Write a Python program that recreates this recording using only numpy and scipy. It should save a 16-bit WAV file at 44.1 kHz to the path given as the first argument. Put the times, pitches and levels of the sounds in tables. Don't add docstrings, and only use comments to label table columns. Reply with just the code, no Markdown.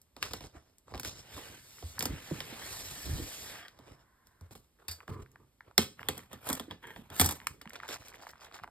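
import sys
import numpy as np
from scipy import signal
from scipy.fft import rfft, irfft, next_fast_len
from scipy.io import wavfile
from scipy.ndimage import uniform_filter1d

SR = 44100
rng = np.random.default_rng(int(sys.argv[2]) if len(sys.argv) > 2 else 0)


def master_out(mix):
    frames = np.transpose(np.atleast_2d(mix))
    ceiling = np.clip(frames, -1, 1)
    pcm = np.round(ceiling * 32767).astype(np.int16)
    wavfile.write(sys.argv[1], SR, pcm)


N = 383669
TIME, HZ = np.arange(N) / SR, np.fft.rfftfreq(N, 1 / SR)
AGE = TIME[:SR // 4]



def amp(db):
    return 10 ** (np.asarray(db) / 20)


def unit(x):
    return x / np.sqrt(np.mean(x ** 2) + 1e-20)


def read(points, hz):
    f, value = np.transpose(points)
    return np.interp(np.log(hz + 1), np.log(f + 1), value)


def add(mix, s, sound):
    part = mix[max(round(s * SR), 0):][:len(sound)]
    part += sound[:len(part)]


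def band(x, lo_hz, hi_hz, order=3):
    sos = signal.butter(order, [lo_hz, min(hi_hz, .49 * SR)], "band", fs=SR, output="sos")
    return signal.sosfilt(sos, x)


def at_level(x, db):
    return amp(db) * x * np.sqrt(SR / 50 / np.sum(x ** 2))


def wander(per_s, size):
    n = next_fast_len(max(size, SR))
    smooth = 1 / (1 + (np.fft.rfftfreq(n, 1 / SR) / per_s) ** 4)
    return unit(irfft(rfft(rng.standard_normal(n)) * smooth, n))[:size]


def coloured(colour):
    return unit(irfft(rfft(rng.standard_normal((2, N))) * amp(read(colour, HZ)), N))


def ring(modes, spread):
    hz, db, t60 = np.transpose(modes)[:, :, None]
    detune, side = rng.standard_normal((2, len(modes), 1))
    swing = np.sin(2 * np.pi * hz * (1 + spread * detune) * AGE)
    return (np.sign(side) * amp(db - 60 * AGE / t60) * swing).sum(0)


# f/Hz, level per Hz/dB
STILL_AIR = [(25, 2), (60, 5), (130, -4.5), (300, -8), (700, -16), (1050, -17.5), (1500, -22), (2800, -21),
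             (6000, -24.5), (13000, -22.5), (16000, -44)]


def still_air(level_db=-71):
    return amp(level_db) * coloured(STILL_AIR)


# start t/s, end t/s
HUM_SPAN = (3.63, 4.55)
# f/Hz, level per Hz/dB
HUM = [(300, -20), (880, -7), (1050, 2), (1230, -9), (1520, -2), (1830, -5.5), (2150, -11.5), (2600, -40),
       (8000, -50)]


def hum(level_db=-73, fade_s=0.076):
    swell = (np.tanh((TIME - HUM_SPAN[0]) / fade_s) - np.tanh((TIME - HUM_SPAN[1]) / fade_s)) / 2
    return amp(level_db) * swell * coloured(HUM)


def strokes(rows, attack_s, release_t60):
    last_s = max(row[0] + row[1] for row in rows) + .2
    t = TIME[(TIME > rows[0][0] - .05) & (TIME < last_s)][::128]
    power = 1e-12
    for start, length, db, bright_db, weight_db in rows:
        swell = (1 + np.tanh((t - start) / attack_s)) / 2
        fade = amp(-60 * np.maximum(t - start - length, 0) / release_t60)
        gains = amp(db + np.array([weight_db, 0, bright_db]))
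        power = power + np.outer(swell * fade, gains) ** 2
    return np.column_stack([t, 10 * np.log10(power)])


def slide(curve):
    return [(s, db + weight_db, db, db + bright_db) for s, db, bright_db, weight_db in curve]


RUB_EDGES = [300, 3000]


def rub(curve, colour, slips_per_s, slip_spread_db, smooth_db, uneven_db, patchy_db,
        rumble_db, rub_db, hiss_db):
    s, *levels = np.transpose(curve)
    sizes = amp(slip_spread_db * np.minimum(rng.exponential(1, N), 4))
    sizes = sizes * (rng.random(N) < slips_per_s / SR)
    slips = signal.lfilter([1], [1, -np.exp(-1 / (0.0018 * SR))], sizes)
    pressure = amp(uneven_db * wander(36, size=N))
    force = unit((unit(slips) + amp(smooth_db)) * pressure)
    start, stop = max(int(s[0] * SR), 0), min(int(s[-1] * SR), N)
    noise = rng.standard_normal((2, stop - start))
    hz, t, z = signal.stft(force[start:stop] * noise, SR, nperseg=512)

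    low = 1 / (1 + (hz / RUB_EDGES[0]) ** 6)
    high = 1 - 1 / (1 + (hz / RUB_EDGES[1]) ** 6)
    power = 0
    for share, db, trim_db in zip((low, 1 - low - high, high), levels, (rumble_db, rub_db, hiss_db)):
        shape = unit(np.sqrt(abs(share)) * amp(read(colour, hz)))
        power = power + np.outer(shape, amp(np.interp(s[0] + t, s, db) + trim_db)) ** 2
    patches = uniform_filter1d(rng.standard_normal(power.shape), size=4, axis=0)
    patches = unit(uniform_filter1d(patches, size=9, axis=1))
    shaped = z * np.sqrt(power) * amp(patchy_db * patches)
    sound = signal.istft(shaped, SR, nperseg=512)[1][:, :stop - start]
    faded = sound * signal.windows.tukey(stop - start, .03)
    return np.pad(faded, ((0, 0), (start, N - stop)))


# multiple of its pitch, level/dB
DENT = [(0.699, -2.5), (0.971, 1), (1.25, -0.5)]


def dent(hz, cycles=2.43, ragged_db=-4, crack_db=-13, crack_t60=0.0088, sag=0.33, sag_s=0.0017):
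    push, crack = rng.standard_normal((2, 1500))
    t = AGE[:len(push)]
    ratio, db = np.transpose(DENT)[:, :, None]
    turns = np.cumsum(hz * (1 + sag * (2 * np.exp(-t / sag_s) - 1))) / SR
    modes = (amp(db) * np.sin(2 * np.pi * (ratio * turns + rng.random(ratio.shape)))).sum(0)
    ragged = amp(ragged_db) * unit(band(push, hz * 0.64, hz * 1.46, order=2))
    swing = t * hz / cycles * 2
    sheet = (unit(modes) + ragged) * swing * np.exp(1 - swing)
    return sheet + amp(crack_db) * band(crack, 470, 12000, order=1) * amp(-60 * t / crack_t60)


def crinkle(curve, per_s, hz, spread_db, level_db):
    s, _, rub_db, _ = np.transpose(curve)
    span = s[-1] - s[0]
    out = np.zeros(N)
    for place, size, pitch in rng.random((int(per_s * span), 3)):
        when = s[0] + place * span
        db = np.interp(when, s, rub_db) + level_db + spread_db * size ** 2
        add(out, when, at_level(dent(hz * 2 ** (1.9 * (pitch - .5))), db))
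    return out


# start t/s, length t/s, level/dB, brightness/dB, weight/dB
SHOVES = [(.17, 0.048, -63, -5, 4), (.218, .01, -57, 2, -4), (.236, 0.03, -46, -1.5, -4.5),
          (.29, 0.085, -59.5, 3.5, 6), (.405, 0.059, -56, -2, 4), (.54, 0.031, -57, -12, 3),
          (.58, 0.15, -72, -7, -7), (.875, .05, -59.5, -8.5, 4), (.94, 0.025, -55, -7, 9.5),
          (1.047, 0.03, -50, 8, 2), (1.11, 0.03, -56, -1, 7), (1.172, 0.024, -57, 4.5, 1),
          (2.06, 0.072, -52, -22, 11.5), (3.05, 0.18, -55, -9, 16.5), (3.72, .3, -64.5, -13, 1),
          (3.865, 0.05, -57.5, -8.5, 5)]
# f/Hz, level per Hz/dB
HOLDER_ON_DESK = [(30, -7), (75, 19.5), (160, -9), (300, 1.5), (600, -1), (1100, -4.5), (2200, -12),
                  (3400, -12.5), (4600, -16), (5300, -10.5), (6000, -15), (7500, -17.5), (12000, -23.5),
                  (15500, -29)]


def shoves():
    curve = strokes(SHOVES, attack_s=0.014, release_t60=0.18)
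    return rub(curve, HOLDER_ON_DESK, slips_per_s=900, slip_spread_db=2.7, smooth_db=0, uneven_db=1.3,
               patchy_db=2.3, rumble_db=0.0, rub_db=-2.0, hiss_db=1.5)


# start t/s, length t/s, level/dB, brightness/dB, weight/dB
FINGERS = [(4.255, 0.047, -77.5, 4, 8), (4.42, 0.064, -67, -6, -2), (4.505, 0.054, -66, 6.5, 7),
           (4.775, 0.39, -69.5, -9, -17), (5.082, 0.025, -52.5, -6.5, 5), (5.14, 0.088, -65, -5, 11),
           (5.24, .08, -75, -16, 4), (5.36, 0.067, -79, -8, 5.5), (5.63, 0.067, -69, -23, 0)]
# f/Hz, level per Hz/dB
NAILS_ON_BOARD = [(30, -26.5), (110, 10.5), (200, -15), (400, -0.5), (750, -8), (1200, -7), (1700, -15.5),
                  (3000, -15.5), (8000, -15.5), (15500, -18)]


def fingers():
    curve = strokes(FINGERS, attack_s=0.012, release_t60=0.31)
    rubbing = rub(curve, NAILS_ON_BOARD, slips_per_s=1500, slip_spread_db=1.5, smooth_db=2, uneven_db=4.8,
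                  patchy_db=2.5, rumble_db=1.5, rub_db=1.0, hiss_db=-0.5)
    return rubbing, crinkle(curve, per_s=31, hz=1020, spread_db=8.0, level_db=-19.5)


# t/s, level/dB, brightness/dB, weight/dB
BINDER_DRAG = [(1.19, -67, -6, -3), (1.28, -58.5, -5, -2), (1.37, -52, 0, -5), (1.54, -54.5, -4, -8),
               (1.63, -65, 4, -9), (1.9, -62, 7.5, -5), (2.03, -52, -13, -3), (2.24, -52, -2.5, -15),
               (2.55, -49.5, -4.5, -6), (2.72, -50, 4, -3), (2.88, -52, 4.5, -1.5), (3.3, -53, 6, -10),
               (3.47, -52, 4, -12), (3.57, -51, -2.5, -11), (3.65, -60.5, -7, -8), (3.75, -82, 2, -7)]
# f/Hz, level per Hz/dB
BOARD_ON_DESK = [(30, 11), (75, 29), (160, 3), (300, -10), (600, -13), (1100, -16.5), (2200, -13.5),
                 (3400, -12.5), (6000, -12), (12000, -15), (15500, -20)]


def binder_drag():
    curve = slide(BINDER_DRAG)
    rubbing = rub(curve, BOARD_ON_DESK, slips_per_s=700, slip_spread_db=2.4, smooth_db=10.3, uneven_db=0.67,
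                  patchy_db=2.0, rumble_db=0.0, rub_db=0.5, hiss_db=1.0)
    return rubbing, crinkle(curve, per_s=41, hz=1240, spread_db=2.5, level_db=-17.0)


# start t/s, length t/s, level/dB, brightness/dB, weight/dB
BAR_SCRAPE = [(5.99, 0.11, -58, -6, 5), (6.15, 0.054, -58, -3, 1), (6.312, 0.021, -51.5, -6.5, -1),
              (6.415, 0.035, -59, 0, 1), (6.455, 0.045, -48, 3, -7), (6.5, 0.024, -41.5, -1, -6),
              (6.57, 0.022, -56, -15, -5), (6.675, 0.053, -58.5, -13, 6.5), (6.83, 0.13, -62.5, -1, 7),
              (6.96, 0.081, -62, -6, 9), (7.105, 0.038, -50.5, -16, 3.5), (7.148, 0.1, -49, 9.5, -5),
              (7.22, 0.089, -46.5, 1, -6), (7.415, 0.065, -63, -5, 1.5), (7.495, 0.075, -73, -12, 16)]
# f/Hz, level per Hz/dB
STEEL_ON_STEEL = [(30, -18), (80, 10.5), (240, -0.5), (500, 3.5), (1000, 1.5), (1900, -1.5), (2700, -2.5),
                  (3400, 1), (4500, -5.5), (9000, -3), (13000, 1), (15500, -7)]


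def bar_scrape():
    curve = strokes(BAR_SCRAPE, attack_s=0.016, release_t60=0.28)
    rubbing = rub(curve, STEEL_ON_STEEL, slips_per_s=1300, slip_spread_db=3.9, smooth_db=0, uneven_db=2.9,
                  patchy_db=3, rumble_db=-1.5, rub_db=1.0, hiss_db=-1.0)
    return rubbing, crinkle(curve, per_s=14, hz=1900, spread_db=15.0, level_db=-29.0)


# start t/s, length t/s, level/dB, brightness/dB, weight/dB
SLEEVES = [(7.62, 1.02, -66.5, -13, -0.5), (7.735, 0.026, -53, -8, -11), (7.838, 0.008, -52, -9, -6),
           (7.882, 0.074, -50.5, 2, -8), (7.99, 0.11, -63.5, 3, 2), (8.143, 0.01, -52.5, -5, -6),
           (8.222, 0.0085, -54.5, -0.5, -18), (8.27, 0.025, -60, 3, -12), (8.41, 0.039, -58.5, 0, -7),
           (8.548, 0.011, -47, -2.5, -20), (8.62, 0.08, -81.5, -15, 25)]
# f/Hz, level per Hz/dB
FILM_ON_FILM = [(30, 0), (70, 4), (150, -9), (300, -3), (700, 6.5), (1400, -1), (2500, -2), (4000, -4.5),
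                (6000, -4.5), (8500, -10.5), (15500, -14.5)]


def sleeves():
    curve = strokes(SLEEVES, attack_s=0.016, release_t60=0.097)
    rubbing = rub(curve, FILM_ON_FILM, slips_per_s=750, slip_spread_db=4.3, smooth_db=-4, uneven_db=1.8,
                  patchy_db=2.5, rumble_db=-1, rub_db=1.0, hiss_db=2.0)
    popping = crinkle(curve, per_s=130, hz=2400, spread_db=15.0, level_db=-17.0)
    popping += crinkle(curve, per_s=30, hz=1100, spread_db=10, level_db=-14)
    return rubbing, popping


# t/s, level/dB, pitch f/Hz
POPS = [(.881, -58, 940), (0.9391, -49.5, 1370), (1.784, -58, 1520), (1.982, -44.5, 1290),
        (4.788, -74, 1390), (5.004, -53.5, 1670), (5.01, -57, 1350), (5.03, -63.5, 1550), (5.08, -49, 1370),
        (5.261, -62, 1790), (5.358, -56, 1350), (5.607, -51, 1530), (5.711, -59.5, 1280),
        (5.9935, -47, 1584), (6.016, -54, 1240), (6.03, -46.5, 1670), (6.192, -54, 1617),
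        (6.962, -53, 1650), (7.292, -46, 1290), (7.401, -52, 1900), (7.416, -55.5, 1500),
        (7.4698, -32, 1784), (7.613, -54, 1640), (7.656, -52, 1400), (7.675, -52, 1850),
        (7.705, -51.5, 1750), (7.755, -50.5, 1720), (7.76, -53, 1320), (7.801, -46.5, 1780),
        (7.833, -44.5, 1250), (7.84, -55, 1600), (7.86, -60, 1360), (7.888, -50, 1490), (7.919, -50, 1880),
        (7.746, -56, 1650), (7.811, -62, 1500), (7.869, -58, 1550), (7.904, -51, 2500),
        (7.938, -50.5, 2100), (7.96, -53, 1150), (7.966, -54, 1900), (8.021, -59, 1400), (8.071, -60, 1100),
        (8.118, -59, 1550), (8.126, -60, 1740), (8.142, -52.5, 1600), (8.201, -61, 1500),
        (8.298, -57.5, 1310), (8.467, -59.5, 1550), (8.524, -62, 3000), (8.222, -54, 1020),
        (8.234, -54, 1040), (8.268, -46.5, 1220), (8.334, -55, 1170), (8.356, -59.5, 1380),
        (8.394, -64, 1100), (8.417, -57, 1110), (8.451, -59, 1310), (8.513, -57.5, 1360),
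        (8.558, -54.5, 1200), (8.589, -53, 1410), (8.597, -54, 1310), (8.636, -44.5, 1310),
        (8.642, -46, 1340), (8.676, -53, 1200), (8.686, -61, 850)]


def pops(level_db=-2):
    out = np.zeros(N)
    for s, db, hz in POPS:
        add(out, s, at_level(dent(hz), db + level_db))
    return out


# t/s, level/dB, pitch f/Hz,
# ring length/cycles
BUMPS = [(.55, -53, 330, 9), (.922, -50, 430, 5), (0.952, -43, 120, 10), (1.336, -46.5, 62, 9),
         (1.834, -36.5, 77, 8.3), (2.082, -36.5, 62, 9), (2.103, -40, 270, 9), (2.3116, -40, 554, 9.8),
         (2.3136, -34.5, 310, 6.2), (2.317, -31.5, 160, 7.3), (2.525, -46.5, 250, 9.8),
         (3.047, -38.5, 70.4, 8.2), (3.092, -29.5, 78, 9), (3.12, -37, 60, 9), (3.199, -40, 309, 9.6),
         (4.414, -45, 90, 7.7), (4.886, -43.5, 85, 9), (5.114, -37.5, 124, 5), (5.781, -27, 520, 8),
         (5.784, -34.5, 86, 9), (5.7906, -24, 232, 5), (6.504, -37.5, 258, 11), (6.609, -47.5, 250, 8),
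         (6.681, -46, 300, 10), (6.718, -49, 220, 7.9), (6.99, -49, 230, 10), (7.199, -28.5, 247, 14),
         (7.207, -26.5, 121, 5.9), (7.22, -28, 83, 12), (7.256, -37, 280, 8), (7.665, -48, 200, 5)]


def bumps(rise_cycles=0.83, level_db=-3):
    out = np.zeros(N)
    for s, db, hz, cycles in BUMPS:
        swing = ring([(hz, 0, cycles / hz), (hz * 1.65, -9, .5 * cycles / hz)], 0.01)
        add(out, s, at_level(swing * (1 - np.exp(-AGE * hz / rise_cycles)), db + level_db))
    return out


def judder(rows, modes, slips_per_s, spread_db, attack_s, release_t60, shift, uneven_db):
    out = np.zeros(N)
    for start, length, db in rows:
        t = TIME[:int((length + .3) * SR)]
        rate = slips_per_s * amp(4 * wander(150, size=len(t)))
        catches = np.diff(np.floor(np.cumsum(rate) / SR), prepend=-1)
        sizes = catches * rng.choice([-1, 1], len(t)) * amp(spread_db * rng.uniform(-0.7, 1, len(t)))
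        release_db = -60 * np.maximum(t - length, 0) / release_t60
        pressure = (1 - np.exp(-t / attack_s)) * amp(uneven_db * wander(45, size=len(t)) + release_db)
        spot = rng.integers(0, 4, len(t))
        sound = sum(signal.fftconvolve(sizes * pressure * (spot == k), ring(modes, shift)) for k in range(4))
        add(out, start, amp(db) * sound * np.sqrt(length * SR / np.sum(sound ** 2)))
    return out


# start t/s, length t/s, level/dB
COVER_CATCHES = [(1.36, .03, -54), (2.5, 0.03, -57), (2.6, 0.07, -52), (2.7, 0.66, -59.5),
                 (3.44, 0.0063, -48.5), (3.52, 0.13, -53)]
# f/Hz, level/dB, t60/s
COVER = [(703, -4, 0.028), (1207, -4, .03), (1640, 0, 0.026), (1920, 2, .022), (2240, -4, .02),
         (3250, 1.5, 0.016), (5000, -2.5, .01)]


def cover_catches():
    return judder(COVER_CATCHES, COVER, slips_per_s=420, spread_db=8.5, attack_s=.012, release_t60=0.15,
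                  shift=.022, uneven_db=2.5)


# start t/s, length t/s, level/dB
BAR_GRATE = [(6.82, 0.09, -50.5), (7.11, 0.09, -58)]
# f/Hz, level/dB, t60/s
BAR = [(400, -4, 0.025), (900, -4, 0.021), (1650, 1, 0.022), (1850, -2, .016), (2100, -3, 0.014),
       (2650, -6, .01), (3270, -4, 0.016)]


def bar_grate():
    return judder(BAR_GRATE, BAR, slips_per_s=850, spread_db=10, attack_s=0.012, release_t60=0.14,
                  shift=0.031, uneven_db=1.5)


# start t/s, length t/s, level/dB
LEVER_JUDDER = [(5.085, 0.0747, -45.5), (5.15, 0.05, -49.5), (5.22, 0.22, -66)]
# f/Hz, level/dB, t60/s
LEVER_BASE = [(124, 2.5, 0.1), (250, -5.5, 0.079), (310, -3.5, 0.05), (397, -2, .07), (438, -7, 0.041),
              (990, -7.5, 0.051), (1160, -4, 0.043), (1214, -7, 0.038), (1670, -16, 0.018),
              (2200, -16, 0.022)]


def lever_judder():
    return judder(LEVER_JUDDER, LEVER_BASE, slips_per_s=160, spread_db=8.5, attack_s=0.0028, release_t60=.12,
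                  shift=0.048, uneven_db=2.5)


BLOW_EDGES = [45, 300, 1200, 5000, 17000]
# f/Hz, level/dB, t60/s
BOARD = [(83, -6, .14), (135, -1, .11), (180, -2, .07), (248, 3, .08), (296, 1, .06), (388, -2, .06),
         (428, -2, .06), (494, -5, .045), (526, -3, .05), (670, -4, .04), (760, -2, .04), (829, -1, .04),
         (1000, -1, .035), (1220, -1, .03)]
MID_TILT, WEIGHT_TILT, USUAL_WEIGHT_DB = 0.23, 0.35, -5
RING_INTO_ROOM = .25


def blows(rows, modes, crack_t60, ring_db, board_db, chatter_db, chatter_t60, level_db,
          rise_s=0.00016, scatter_t60=0.036, detune=0.0336):
    out = np.zeros((2, N))
    for s, blow_db, bright_db, weight_db in rows:
        tip_db = MID_TILT * bright_db - WEIGHT_TILT * (weight_db - USUAL_WEIGHT_DB)
        bands_db = blow_db + np.array([weight_db, -tip_db, tip_db, bright_db])
        slow_start = 1 - np.exp(-AGE / 0.0043)
        board = amp(board_db) * ring(BOARD, 0.011) * slow_start
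        ringing = amp(ring_db) * ring(modes, detune)
        for path, t60, ring_share in zip(out, (crack_t60, scatter_t60), (1, RING_INTO_ROOM)):
            fade = amp(-60 * AGE / t60) + amp(chatter_db - 60 * AGE / chatter_t60)
            contact = rng.standard_normal(len(AGE)) * fade
            blow = (contact + ring_share * ringing) * (1 - np.exp(-AGE / rise_s)) + board
            for lo, hi, db in zip(BLOW_EDGES, BLOW_EDGES[1:], bands_db):
                add(path, s, at_level(band(blow, lo, hi), db + level_db))
    return out


# t/s, level/dB,
# brightness/dB, weight/dB
KNOCKS = [(.016, -86, 27, 7), (.165, -51, -6, -6), (.227, -37.5, 0, -30), (.309, -50.5, -20, -14),
          (.334, -38.5, -1, -8.5), (.407, -50.5, -8, -7), (.439, -52, -27, -16), (.452, -77, 2, -9),
          (.783, -83, 23, -13), (.92, -61, -14, 5), (.939, -46, -22, -7), (.946, -45, -18, -8),
          (.954, -49, -12, -4), (.977, -50, -4, -10), (.997, -45.5, 7.5, -6), (1.032, -49, 5, -9),
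          (1.048, -42.5, 0, -14.5), (1.075, -56.5, 13, -6), (1.364, -54, -22, -1), (1.378, -52, -46, -10),
          (1.825, -49.5, -17, -6), (1.992, -51, 20, 7.5), (2.007, -38.5, 0, -17), (2.025, -38.5, 6.5, -1),
          (2.039, -50, 6, 6), (2.055, -35.5, 5.5, -2), (2.311, -57, -12, 0), (2.404, -40.5, -5.5, -20.5),
          (3.682, -57.5, -1, -23), (3.789, -57.5, -6, 2), (4.27, -77.5, 16, -12), (4.41, -63.5, 2, 8.5),
          (4.509, -57.5, -7, 1), (4.552, -55.5, -3, 0), (5.078, -54, -6, 3), (5.316, -83, 17, -12),
          (7.615, -53.5, 0, -13), (7.695, -66, 13, -10), (7.733, -57.5, 6, -8), (7.757, -52.5, -6, -25),
          (7.88, -56, 5, -14), (7.889, -43, -3.5, -9), (8.083, -60, 10, -13), (8.312, -70, 11, -6),
          (8.636, -65, -1, -12)]
# f/Hz, level/dB, t60/s
HOLDER = [(3570, -2, 0.0035), (5230, -8, 0.02), (8600, -22, .012)]


def knocks():
    return blows(KNOCKS, HOLDER, crack_t60=0.0093, ring_db=-3.5, board_db=-15.0, chatter_db=-11.5,
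                 chatter_t60=0.061, level_db=-4.0)


# t/s, level/dB, brightness/dB, weight/dB
CLINKS = [(4.882, -46, 8, -18.5), (4.912, -53, 13.5, -16)]
# f/Hz, level/dB, t60/s
ARCH = [(2400, -5, .1), (2686, -9, .1), (3650, -3, .13), (3900, -6, .11), (4487, -1, .14), (4554, -2, .15),
        (4626, -2, .2), (4845, -3, .12), (5103, -3, .11), (5280, -5, .1), (5470, -6, .1), (7456, -8, .08),
        (9179, -5, .11), (12500, -10, .06)]


def clinks():
    return blows(CLINKS, ARCH, crack_t60=0.02, ring_db=-9, board_db=-22.0, chatter_db=-8.5,
                 chatter_t60=0.15, level_db=-2.0, rise_s=0.0004, detune=0.0029)


# t/s, level/dB, brightness/dB, weight/dB
BAR_TAPS = [(6.086, -29, 1, -9.5), (6.178, -52, 9.5, 4.5), (6.33, -48, 1, 2.5), (6.489, -46, 12, 5),
            (6.5, -39.5, 7, 0.5), (6.529, -43, 14, 3), (6.551, -51, 11, -6), (6.597, -38.5, -3, -8),
            (6.71, -41, -15, -17), (6.828, -59, -9, -4), (6.87, -55.5, 0.5, 2), (6.961, -49.5, -14, -8),
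            (7.101, -51.5, -2, -7)]
# f/Hz, level/dB, t60/s
BAR_RING = [(960, -3, .025), (1350, -3, .02), (1790, 2, .025), (2020, -1, .025), (2600, -5, .015),
            (3300, 9, .025), (3440, 6, .022), (5200, -5, .008), (8400, 1, .012), (9160, 1, .014),
            (12100, 1, .01)]


def bar_taps():
    return blows(BAR_TAPS, BAR_RING, crack_t60=0.026, ring_db=-5.5, board_db=-7.5, chatter_db=-21,
                 chatter_t60=0.058, level_db=-4.5, detune=0.0069)


# t/s, level/dB, brightness/dB, weight/dB
BAR_DROPS = [(7.187, -53, 11, -5.5), (7.1965, -26, 6.5, -11), (7.203, -36, 15.5, 1), (7.2115, -25, 7, -5),
             (7.2165, -34, 6, 1), (7.244, -36.5, 8, 2), (7.251, -43.5, 11, 1), (7.2595, -40.5, 16.5, 4),
             (7.271, -51, 11, 4), (7.289, -37.5, 7, -3.5), (7.309, -41.5, 9, -1), (7.322, -47.5, 8.5, 0)]
# f/Hz, level/dB, t60/s
BASE_PLATE = [(760, 0, .07), (830, 2, .06), (905, -1, .05), (1130, -3, .04), (1285, -1, .045),
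              (1680, -2, .03), (3400, 11, .016), (3650, 6, .014), (4500, 4, .012), (8400, 4, .02),
              (9160, 4, .03), (12100, 3, .025), (13200, 3, .012)]


def bar_drops():
    return blows(BAR_DROPS, BASE_PLATE, crack_t60=0.029, ring_db=-12.5, board_db=-14, chatter_db=-18,
                 chatter_t60=0.072, level_db=-5.5, rise_s=0.00041, detune=0.01)


# t/s, level/dB, brightness/dB, weight/dB
STEEL_SNAPS = [(5.7792, -19.5, 3.5, -10.5), (7.4698, -54.5, 22, -3)]
# f/Hz, level/dB, t60/s
STEEL = [(1150, -5, .014), (1550, -5, .011), (2150, 0, .022), (3350, 6, .016), (3680, 5, .018),
         (4150, -3, .05), (4550, 5, .016), (5450, 8, .014), (7600, 5, .009), (8500, 0, .01), (9400, 4, .01),
         (10600, 5, .007), (11900, 8, .006), (14200, 1, .006)]


def steel_snaps():
    return blows(STEEL_SNAPS, STEEL, crack_t60=0.016, ring_db=-7, board_db=-11, chatter_db=-21.0,
                 chatter_t60=0.07, level_db=-5.0, detune=0.008)


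# start t/s, length t/s, level/dB
LEVER_RATTLE = [(5.794, .02, -38)]


def lever_rattle():
    return judder(LEVER_RATTLE, STEEL, slips_per_s=900, spread_db=7, attack_s=.003, release_t60=0.15,
                  shift=0.044, uneven_db=2.0)


# f/Hz, t60/s
ROOM_T60 = [(80, .36), (300, .27), (1000, .26), (4000, .29), (9000, .28), (15000, .25)]
# f/Hz, level/dB
ROOM_DB = [(80, -5.5), (300, -7), (1000, -10.5), (3500, -10), (8000, -10), (15000, -16)]


def room(x, first_s=0.0021, early_db=0, early_s=0.015):
    t = TIME[:SR * 2 // 3]
    taps = rng.standard_normal((2, len(t))) * (rng.random((2, len(t))) < .15)
    early = 1 + amp(early_db) * np.exp(-t / early_s)
    hz, age, z = signal.stft(taps * early, SR, nperseg=256)
    z = z * amp(-60 * age / read(ROOM_T60, hz)[:, None])
    tail = signal.istft(z, SR, nperseg=256)[1][:, :len(t)] * (t > first_s)
    tail /= np.linalg.norm(tail, axis=1, keepdims=True)
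    wet = signal.fftconvolve(x[None], tail, axes=1)[:, :N]
    return irfft(rfft(wet) * amp(read(ROOM_DB, HZ)), N)


# f/Hz, lead/rad
LEAD = [(0, 0), (560, -.7), (780, 0), (1650, 0), (2800, 2.3), (3600, 1.2), (5100, 1.3), (6000, 3.14),
        (8000, 6.2), (10300, 9.42), (12600, 12.5), (14900, 15.7), (16500, 16.3)]
# f/Hz, likeness (0 to 1)
LIKENESS = [(60, .95), (380, .86), (520, .66), (720, .5), (1700, .88), (2700, .64), (4400, .52),
            (5750, .995), (6200, .995), (7000, .82), (8000, .94), (9000, .82), (10000, .995), (10600, .995),
            (11400, .84), (13600, .85), (15000, .99)]
# f/Hz, level/dB
TILT = [(60, -1), (150, -1), (500, -4.5), (1100, -2.5), (1700, 0.5), (3000, -2), (5000, -1.5), (6500, 2),
        (15000, -1.5)]


def ports(direct, diffuse):
    same = np.clip(read(LIKENESS, HZ), 0, .998)
    common = rfft(direct) + rfft(diffuse[0]) * np.sqrt((1 + same) / 2)
    apart = rfft(diffuse[1]) * np.sqrt((1 - same) / 2)
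    lean = amp(read(TILT, HZ) / 2)
    lag = np.exp(-1j * np.interp(HZ, *np.transpose(LEAD)))
    left, right = (common + apart) * lean, (common - apart) / lean * lag
    return irfft(np.array([left, right]), N)


def scene():
    rubbing, popping = shoves(), pops()
    for source in (fingers, binder_drag, bar_scrape, sleeves):
        friction, dents = source()
        rubbing += friction
        popping += dents
    grating = cover_catches() + bar_grate() + lever_judder() + lever_rattle()
    hits = knocks() + clinks() + bar_taps() + bar_drops() + steel_snaps()
    direct, scattered = hits + bumps()
    reflected = room(scattered + amp(-4.5) * popping + grating)
    diffuse = reflected + rubbing + hum() + still_air()
    return ports(direct + popping + grating, diffuse)


EDGE_HZ = 15900


def record(dry):
    cut = signal.sosfilt(signal.butter(3, 42, "high", fs=SR, output="sos"), dry)
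    held = .85 * np.tanh(cut / .85)
    limit = signal.firwin(401, EDGE_HZ, window=("kaiser", 9), fs=SR)
    return signal.oaconvolve(held, limit[None], "same")


dry = scene()
out = record(dry)
master_out(out)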